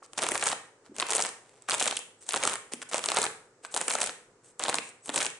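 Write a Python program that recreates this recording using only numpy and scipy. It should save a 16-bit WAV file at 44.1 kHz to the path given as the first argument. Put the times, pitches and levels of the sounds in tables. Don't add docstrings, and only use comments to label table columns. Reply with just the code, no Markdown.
import sys
import numpy as np
from scipy import signal
from scipy.fft import rfft, irfft, next_fast_len
from scipy.io import wavfile
from scipy.ndimage import uniform_filter1d

SR = 44100
rng = np.random.default_rng(int(sys.argv[2]) if len(sys.argv) > 2 else 0)


def wav_record(signal):
    frames = np.transpose(np.atleast_2d(signal))
    bounded = np.clip(frames, -1, 1)
    quanta = np.round(bounded * 32767).astype(np.int16)
    wavfile.write(sys.argv[1], SR, quanta)


def voltage_ratio(decibels):
    exponent = np.asarray(decibels, float) / 20
    return 10 ** exponent


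N = 237775


def colour(x, table):
    hz, db = np.transpose(table)
    size = next_fast_len(N + 4096)
    f = np.log(np.arange(size // 2 + 1) * SR / size + 1)
    outside = np.maximum(np.log(hz[0]) - f, 0) + np.maximum(f - np.log(hz[-1]), 0)
    gain = voltage_ratio(np.interp(f, np.log(hz), db) - 12 * outside)
    return irfft(rfft(x, size) * gain, size)[..., :N]


def noise(table, alike_hz):
    mid, side = rng.standard_normal((2, N))
    side = colour(side, [(alike_hz / 16, -24), (alike_hz, 0), (SR / 2, 0)])
    both = colour(np.array([mid + side, mid - side]), table)
    return both / np.sqrt(np.mean(both ** 2))


def rings(start_s, peak_db, part, count, wide, hz_scale=1):
    hz, octaves, cycles, trim_db = part
    size = int(cycles * SR / (hz * np.quantile(hz_scale, 0.1)))
    t = np.arange(size) / SR
    wave = 0
    for k in range(count):
        pitch, phase, lead, long = rng.random((len(start_s), 4)).T[:, :, None] - 0.5
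        place = (k + 0.5 + pitch) / count - 0.5
        f = hz * np.reshape(hz_scale, (-1, 1)) * 2 ** (octaves * place)
        attack = (1 - np.exp(-t * f * 3.35)) ** 2
        decay = np.exp(-np.log(1000) * t * f / (cycles * 2 ** (2.06 * long)))
        apart = wide * lead * np.sqrt(f / 8000) * np.array([1, -1])[:, None, None]
        tone = np.sin(2 * np.pi * f * t + 3.95 * phase + apart)
        wave = wave + voltage_ratio(13.3 * long) * attack * decay * tone
    loudest = uniform_filter1d(np.sum(wave ** 2, axis=0), size=28).max(axis=1)
    wave = wave * (voltage_ratio(peak_db + trim_db) / np.sqrt(loudest))[:, None]
    at = ((start_s[:, None] * SR).astype(int) + np.arange(size)).ravel()
    return np.array([np.bincount(at, port.ravel(), N + size)[:N] for port in wave])


def swells(mid_s, length_s):
    t = np.arange(N) / SR
    return np.exp(-2 * (2 * (t - mid_s) / length_s) ** 4)


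# [f/Hz, level/dB per Hz]
HUM_SPECTRUM = [(30, -3), (70, -18), (110, 4), (200, -2.5), (470, 9), (650, -3), (1500, -5), (3300, -22),
                (8000, -12.5), (11000, -31)]


def hum():
    return voltage_ratio(-63.5) * noise(HUM_SPECTRUM, 2500)


# [f/Hz, level/dB]
ROOM_SPECTRUM = [(100, 3.5), (330, -3), (460, 1), (650, -5), (2000, 0.5), (4600, -6.5), (8500, -4),
                 (11000, -7)]


def room(x):
    low_t60_s, high_t60_s, room_db = 0.57, 0.39, -12
    t = np.arange(N) / SR
    low = np.exp(-np.log(1000) * t / low_t60_s)
    high = np.exp(-np.log(1000) * t / high_t60_s)
    echo = noise(ROOM_SPECTRUM, 2300)
    bass = colour(echo, [(20, -9.0), (700, -5.5), (2800, -19.5)])
    build_up = np.clip(t / 0.024 - 0.3, 0, 1)
    echo = (bass * low + (echo - bass) * high) * build_up
    echo = echo[:, :SR] / np.sqrt(np.sum(echo ** 2) / 2)
    return signal.fftconvolve(x[None], echo, axes=1)[:, :N] * voltage_ratio(room_db)


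# [f/Hz, level/dB per Hz]
RUSTLE_SPECTRUM = [(150, 6), (500, 23), (2000, 8.5)]
# [f/Hz, level/dB per Hz]
HISS_SPECTRUM = [(2500, -4), (5000, -7.5), (8300, -0.5), (11000, -13)]
# [middle t/s, length t/s, hiss level/dB,
# rustle minus hiss level/dB]
BRUSH_STROKES = [(0.046, 0.04, -61.5, 12), (0.127, 0.027, -72, -8), (0.865, 0.046, -75, 21.5),
                 (0.97, 0.062, -64, 14.5), (1.57, 0.45, -77.5, 20), (1.494, 0.0043, -65, 9.5),
                 (1.572, 0.0042, -66, 6), (1.622, 0.0032, -57.5, -8), (2.228, 0.046, -56.5, 1),
                 (2.289, 0.061, -52, 4), (2.726, 0.018, -47.5, 14.5), (2.824, 0.02, -49, 13),
                 (2.897, 0.02, -49, -3), (2.93, 0.023, -47, 14.5), (3.649, 0.044, -56, 11.5),
                 (3.732, 0.045, -50.5, -18), (4.477, 0.1, -63.5, 3), (4.87, 0.088, -52.5, 1),
                 (5.064, 0.065, -55.5, -12.5), (5.144, 0.022, -44, 11),]


def brushing():
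    mid, length, hiss_db, low_db = np.transpose(BRUSH_STROKES)[:, :, None]
    swell = swells(mid, length)
    steps = np.repeat(rng.standard_normal(N // 66 + 1), 66)[:N]
    grain = voltage_ratio(3.9 * uniform_filter1d(steps, size=44))
    hiss = noise(HISS_SPECTRUM, 14000) * (voltage_ratio(hiss_db) * swell).sum(axis=0)
    rustle = noise(RUSTLE_SPECTRUM, 9000) * (voltage_ratio(hiss_db + low_db) * swell).sum(axis=0)
    return (hiss + rustle) * grain * voltage_ratio(-10.0)


# [middle t/s, length t/s, level/dB]
SQUEAK_EVENTS = [
    (.951, .016, -72),
    (2.194, 0.015, -76),
    (3.67, .012, -66),
    (5.028, 0.017, -71),
]


def squeaks():
    squeak_hz, width_hz = 7930, 70
    mid, length, db = np.transpose(SQUEAK_EVENTS)[:, :, None]
    waver = uniform_filter1d(rng.standard_normal(N), size=44) * np.sqrt(44)
    tone = np.sin(2 * np.pi * np.cumsum(squeak_hz + width_hz * waver) / SR)
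    return tone * (voltage_ratio(db) * swells(mid, length)).sum(axis=0)


def chatter(count=8):
    start_s, gap_s, level_db, tick_hz = 0.031, 0.0034, -59, 5400
    s = start_s + gap_s * (np.arange(count) + 0.27 * rng.random(count))
    return rings(s, np.full(count, level_db), (tick_hz, 0.4, 12, 0), count=3, wide=1.9)


# [t/s, level/dB, f/Hz]
BENCH_BUMPS = [
    (0.022, -46, 625),
    (0.026, -44.5, 1440),
    (0.894, -42, 231),
    (0.909, -43, 238),
    (0.917, -40, 302.6),
    (2.737, -31, 295),
    (3.187, -23, 418),
    (3.199, -39, 377),
    (3.649, -34, 1257),
    (5.091, -31, 305),
]


def bumps():
    s, db, hz = np.transpose(BENCH_BUMPS)
    return rings(s, db, (1.0, 0.8, 11.0, 4), count=3, wide=0.98, hz_scale=hz)


def stress(when, s, level_db, step_s=1 / 4000):
    size = int(N / SR / step_s) + 2
    at = (s / step_s).astype(int) + 1
    power = np.array([np.bincount(at, voltage_ratio(2 * row), size) for row in np.atleast_2d(level_db)])

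    def fading(x, tau_s):
        return signal.lfilter([1], [1, -np.exp(-step_s / tau_s)], x)

    after, behind = fading(power, 0.004), fading(power, 0.015)
    lead_in = fading(power[:, ::-1], 0.0018)[:, ::-1] - power
    ahead = fading(power[:, ::-1], 0.008)[:, ::-1] - power
    pushing = 0.45 * np.sqrt(behind * np.abs(ahead))
    total = after + pushing + 0.5 * np.abs(lead_in) + 1e-12
    return np.squeeze(total[:, (when / step_s).astype(int)])


# [middle f/Hz or factor on thump f, spread/octaves, cycles to fade 60 dB, trim level/dB]
POP_MODES = [
    (8280, 0.77, 3.5, -9),
    (3170, 1.024, 5, -2),
    (1.133, 0.93, 4, -0.5),
]


def crackle(beads):
    rate_hz, scatter_db, trims_db = 2600, 3.5, (-23, -23, -16.5)
    s, thump = beads[0], beads[3]
    when, size, tone = rng.random((int(rate_hz * N / SR), 3)).T
    when = when * N / SR
    size_db = -scatter_db * np.log(0.034 + size)
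    knots = np.arange(0, N / SR + 1, 0.012)
    patch = [np.interp(when, knots, row) for row in rng.standard_normal((len(knots), 6)).T]
    crack_scale = 2 ** (0.31 * patch[0])
    knock_scale = 2 ** (0.55 * patch[1])
    thump_hz = 750 * 2 ** (2.0 * (tone - 0.5) + 0.33 * patch[2])
    scales = crack_scale, knock_scale, thump_hz
    power = stress(when, s, beads[1:4])
    out = 0
    for k, part in enumerate(POP_MODES):
        toughness_db = 3.0 * np.minimum(patch[3 + k], 1)
        level_db = 10 * np.log10(power[k]) + size_db + trims_db[k] + toughness_db
        heard = level_db > -80
        out = out + rings(when[heard], level_db[heard], part, count=2, wide=0.79, hz_scale=scales[k][heard])
    grid = np.arange(0, N / SR, 0.004)
    effort = np.sqrt(uniform_filter1d(stress(grid, s, thump), size=6))
    shudder = np.interp(np.arange(N) / SR, grid, effort)
    return out + voltage_ratio(-32) * shudder * noise([(30, 6), (75, 0), (200, 7)], 45)


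# [start t/s, length t/s, crack level/dB, knock and thump minus crack level/dB]
BLADE_JERKS = [(0.177, .02, -29, -1), (0.2207, .022, -23.5, -5), (0.258, .012, -40, 6.5),
               (0.313, .054, -26, -12), (0.397, 0.035, -27.5, -7), (0.4578, .04, -18.5, -7),
               (0.501, .03, -26.5, 0.5), (1.008, .015, -23, -8), (1.068, .03, -28, -3.5),
               (1.096, 0.025, -26, -5.5), (1.1343, .04, -13, -13.5), (1.2123, .012, -14.5, -19),
               (1.2388, .034, -19.5, -8), (1.6972, .054, -20, -5), (1.8194, .024, -21, -10),
               (1.866, .022, -22, -1.5), (2.3232, .062, -20, -10), (2.429, 0.014, -23.5, -1.5),
               (2.497, .06, -24, -6), (2.9594, .034, -22, -8.5), (3.1468, .054, -19.5, -9.5),
               (3.2416, .008, -17.5, -11), (3.747, .03, -21, -11.5), (3.881, .066, -20.5, -12.5),
               (3.9872, .054, -20, -7.5), (4.062, .02, -20, -12), (4.599, .064, -33, 3),
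               (4.7286, .018, -36, 7.5), (5.1435, .05, -26.5, -4.5), (5.21, .052, -20.5, -7.5)]
# [t/s, crack level/dB, thump minus crack level/dB]
TOUGH_BEADS = [(0.2362, -14.5, -10), (0.2886, -13, -5.5), (0.319, -16, -8), (0.3782, -18, -21.5),
               (0.4669, -15, -4.5), (1.106, -14.5, -20), (1.1137, -17.5, -13), (1.1533, -26, -16),
               (1.2035, -16, -5.5), (1.7984, -15, -25), (2.2909, -15, -15), (2.3357, -25, -18),
               (2.4369, -9.5, -15), (2.4527, -13, -5.5), (2.4753, -9, -9.5), (2.7361, -19, -13),
               (2.9805, -22.5, -8.5), (3.06, -13.5, -11.5), (3.1027, -15, -13), (3.2176, -12, -11.5),
               (3.2297, -15.5, -13), (3.7762, -17.5, -7), (3.8139, -13.5, -8), (3.8827, -10.5, -12.5),
               (3.9528, -14.5, -3), (4.0173, -10, -13), (4.0317, -19, -14), (4.6382, -13.5, -17),
               (4.7556, -17.5, -18), (5.1604, -10.5, -13)]
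# [t/s, knock level/dB, crack minus knock level/dB, thump minus knock level/dB]
KNOCKING_BEADS = [(0.1944, -26, -17, -4), (0.4395, -27.5, 14.5, -13), (0.9999, -19, 1, -3),
                  (1.0254, -17.5, -18, -2.5), (1.1937, -22, -2, 1), (1.7254, -26.5, 2, -4),
                  (1.7416, -21, 3.5, -0.5), (1.8048, -23, 7, -11), (1.826, -17.5, 6.5, -8),
                  (1.858, -19.5, 3, -10.5), (1.8767, -22.5, 9, -3.5), (1.9112, -19, -3, -10),
                  (1.9714, -20.5, -5.5, -23), (2.3089, -23, -8, -13), (2.3414, -20.5, -10, 3),
                  (2.9343, -22, -11, -1.5), (3.0406, -21, 1, -7), (3.0877, -15.5, -7.5, -10),
                  (3.2538, -22, 1, -12), (3.2659, -21, -7.5, 0), (3.9022, -29.5, 12, -1),
                  (3.9085, -21.5, -11, -2), (4.6967, -23, 7.5, 0.5), (4.7439, -19.5, 4, 2),
                  (4.7853, -18, -5.5, -9), (5.1781, -16.5, -3.5, -3.5), (5.2046, -20, -1, -10),
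                  (5.2145, -23.5, -1, -15), (5.2655, -19, 0, -5)]
# [t/s, crack level/dB, knock and thump minus crack level/dB]
LONE_SNAPS = [(.0627, -48, -7), (.1338, -35, -6), (0.1811, -18, -8), (0.5305, -23, -3), (0.8627, -57, 7),
              (.9655, -31, -9), (0.9846, -23, -10), (1.291, -26, -6), (1.7823, -23.5, -10),
              (1.9264, -37.5, 11.5), (1.9688, -19, -42), (1.9917, -26, -10.5), (2.2257, -40, -17),
              (2.4034, -30, -13), (2.7576, -42.5, -10), (2.818, -34.5, -1), (2.8268, -34, -2),
              (2.8985, -41, -32), (2.9145, -32.5, -3), (3.65, -38, 4), (3.6554, -37.5, -16),
              (3.7422, -25, -3.5), (4.0947, -31, 2), (4.5952, -23, -14), (5.0595, -31, -16),
              (5.074, -32.5, -27), (5.081, -42.5, 7.5), (5.1003, -28, -2.5), (5.303, -32, -10)]
# [t/s, thump level/dB, f/Hz]
LUMP_THUMPS = [(0.2286, -20.5, 981), (.266, -19, 890), (0.355, -17.5, 1450), (0.4263, -18.5, 1250),
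               (.481, -31, 640), (1.1226, -18.5, 740), (1.1815, -21.5, 690), (1.687, -24, 1110),
               (1.7126, -25.5, 1140), (1.8127, -18, 730), (2.3615, -18.5, 866), (2.9443, -14.5, 650),
               (3.1184, -17.5, 816), (3.162, -27, 1114), (3.1707, -12.5, 525), (3.1868, -17.5, 606),
               (3.239, -21.5, 1030), (3.7641, -19, 910), (4.6835, -19, 831.7), (4.6915, -19.5, 820),
               (5.0931, -21, 620), (5.2198, -22, 1090)]


def tears():
    beads_per_s, bead_scatter_db, dull_scatter_db = 95, 3.5, 3
    thump_hz, thump_octaves = 926, 0.46
    start, length, run_db, dull = np.transpose(BLADE_JERKS)
    jerk = np.repeat(np.arange(len(start)), np.ceil(length * beads_per_s).astype(int))
    place = np.arange(len(jerk)) - np.searchsorted(jerk, jerk)
    late = rng.random(len(jerk))
    size, knock, thump = rng.standard_normal((len(jerk), 3)).T
    progress = (place + late * (place > 0)) / np.bincount(jerk)[jerk]
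    s = start[jerk] + length[jerk] * progress
    crack = run_db[jerk] + bead_scatter_db * np.minimum(size, 1)
    body = run_db[jerk] + dull[jerk]
    rows = [(s, crack, body + dull_scatter_db * knock, body - 0.1 + dull_scatter_db * thump)]
    s, db, low = np.transpose(TOUGH_BEADS)
    rows.append((s, db, db - 10, db + low))
    s, db, bright, low = np.transpose(KNOCKING_BEADS)
    rows.append((s, db + bright, db, db + low))
    s, db, dull = np.transpose(LONE_SNAPS)
    rows.append((s, db, db + dull - 1.0, db + dull + 1.0))
    s, db, hz = np.transpose(LUMP_THUMPS)
    rows.append((s, db - 2, db - 4.5, db))
    rows = np.hstack(rows)
    spread = np.clip(rng.standard_normal(rows.shape[1] - len(hz)), -2, 2)
    pitch = thump_hz * 2 ** (thump_octaves * spread)
    return np.vstack([rows, np.append(pitch, hz)])


def pops(beads):
    s, crack, knock, thump, hz = beads
    s = s - 0.0003
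    out = rings(s, crack, POP_MODES[0], count=4, wide=1.74)
    out = out + rings(s, knock, POP_MODES[1], count=3, wide=2.8)
    return out + rings(s, thump, POP_MODES[2], count=3, wide=3.8, hz_scale=hz)


# [f/Hz, level/dB]
MIC_RESPONSE = [(80, -12.5), (200, -5.5), (1000, 0), (5000, 8.5), (8500, 16.5), (10600, 10.5)]


def scene():
    beads = tears()
    foam = pops(beads) + bumps() + crackle(beads) + brushing() + squeaks() + chatter()
    return colour(foam + room(foam.mean(axis=0)), MIC_RESPONSE) + hum()


def roll_off(x):
    return signal.sosfilt(signal.butter(12, 11980, fs=SR, output="sos"), x)


# [f/Hz, level/dB]
TOP_CUT = [(20, 0), (10900, 0), (11450, -34), (14000, -20), (16000, -40)]


def record(dry):
    ceiling, fade_in_s, fade_out_s = 0.35, 0.0081, 0.021
    t = np.arange(N) / SR
    fade_in = np.clip(0.35 + t / fade_in_s, 0, 1)
    fade_out = np.clip(0.5 + (N / SR - t) / fade_out_s, 0, 1)
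    rounded = ceiling * np.tanh(dry / ceiling)
    mix = colour(rounded, TOP_CUT) * (fade_in * fade_out)
    return roll_off(mix)


dry = scene()
out = record(dry)
wav_record(out)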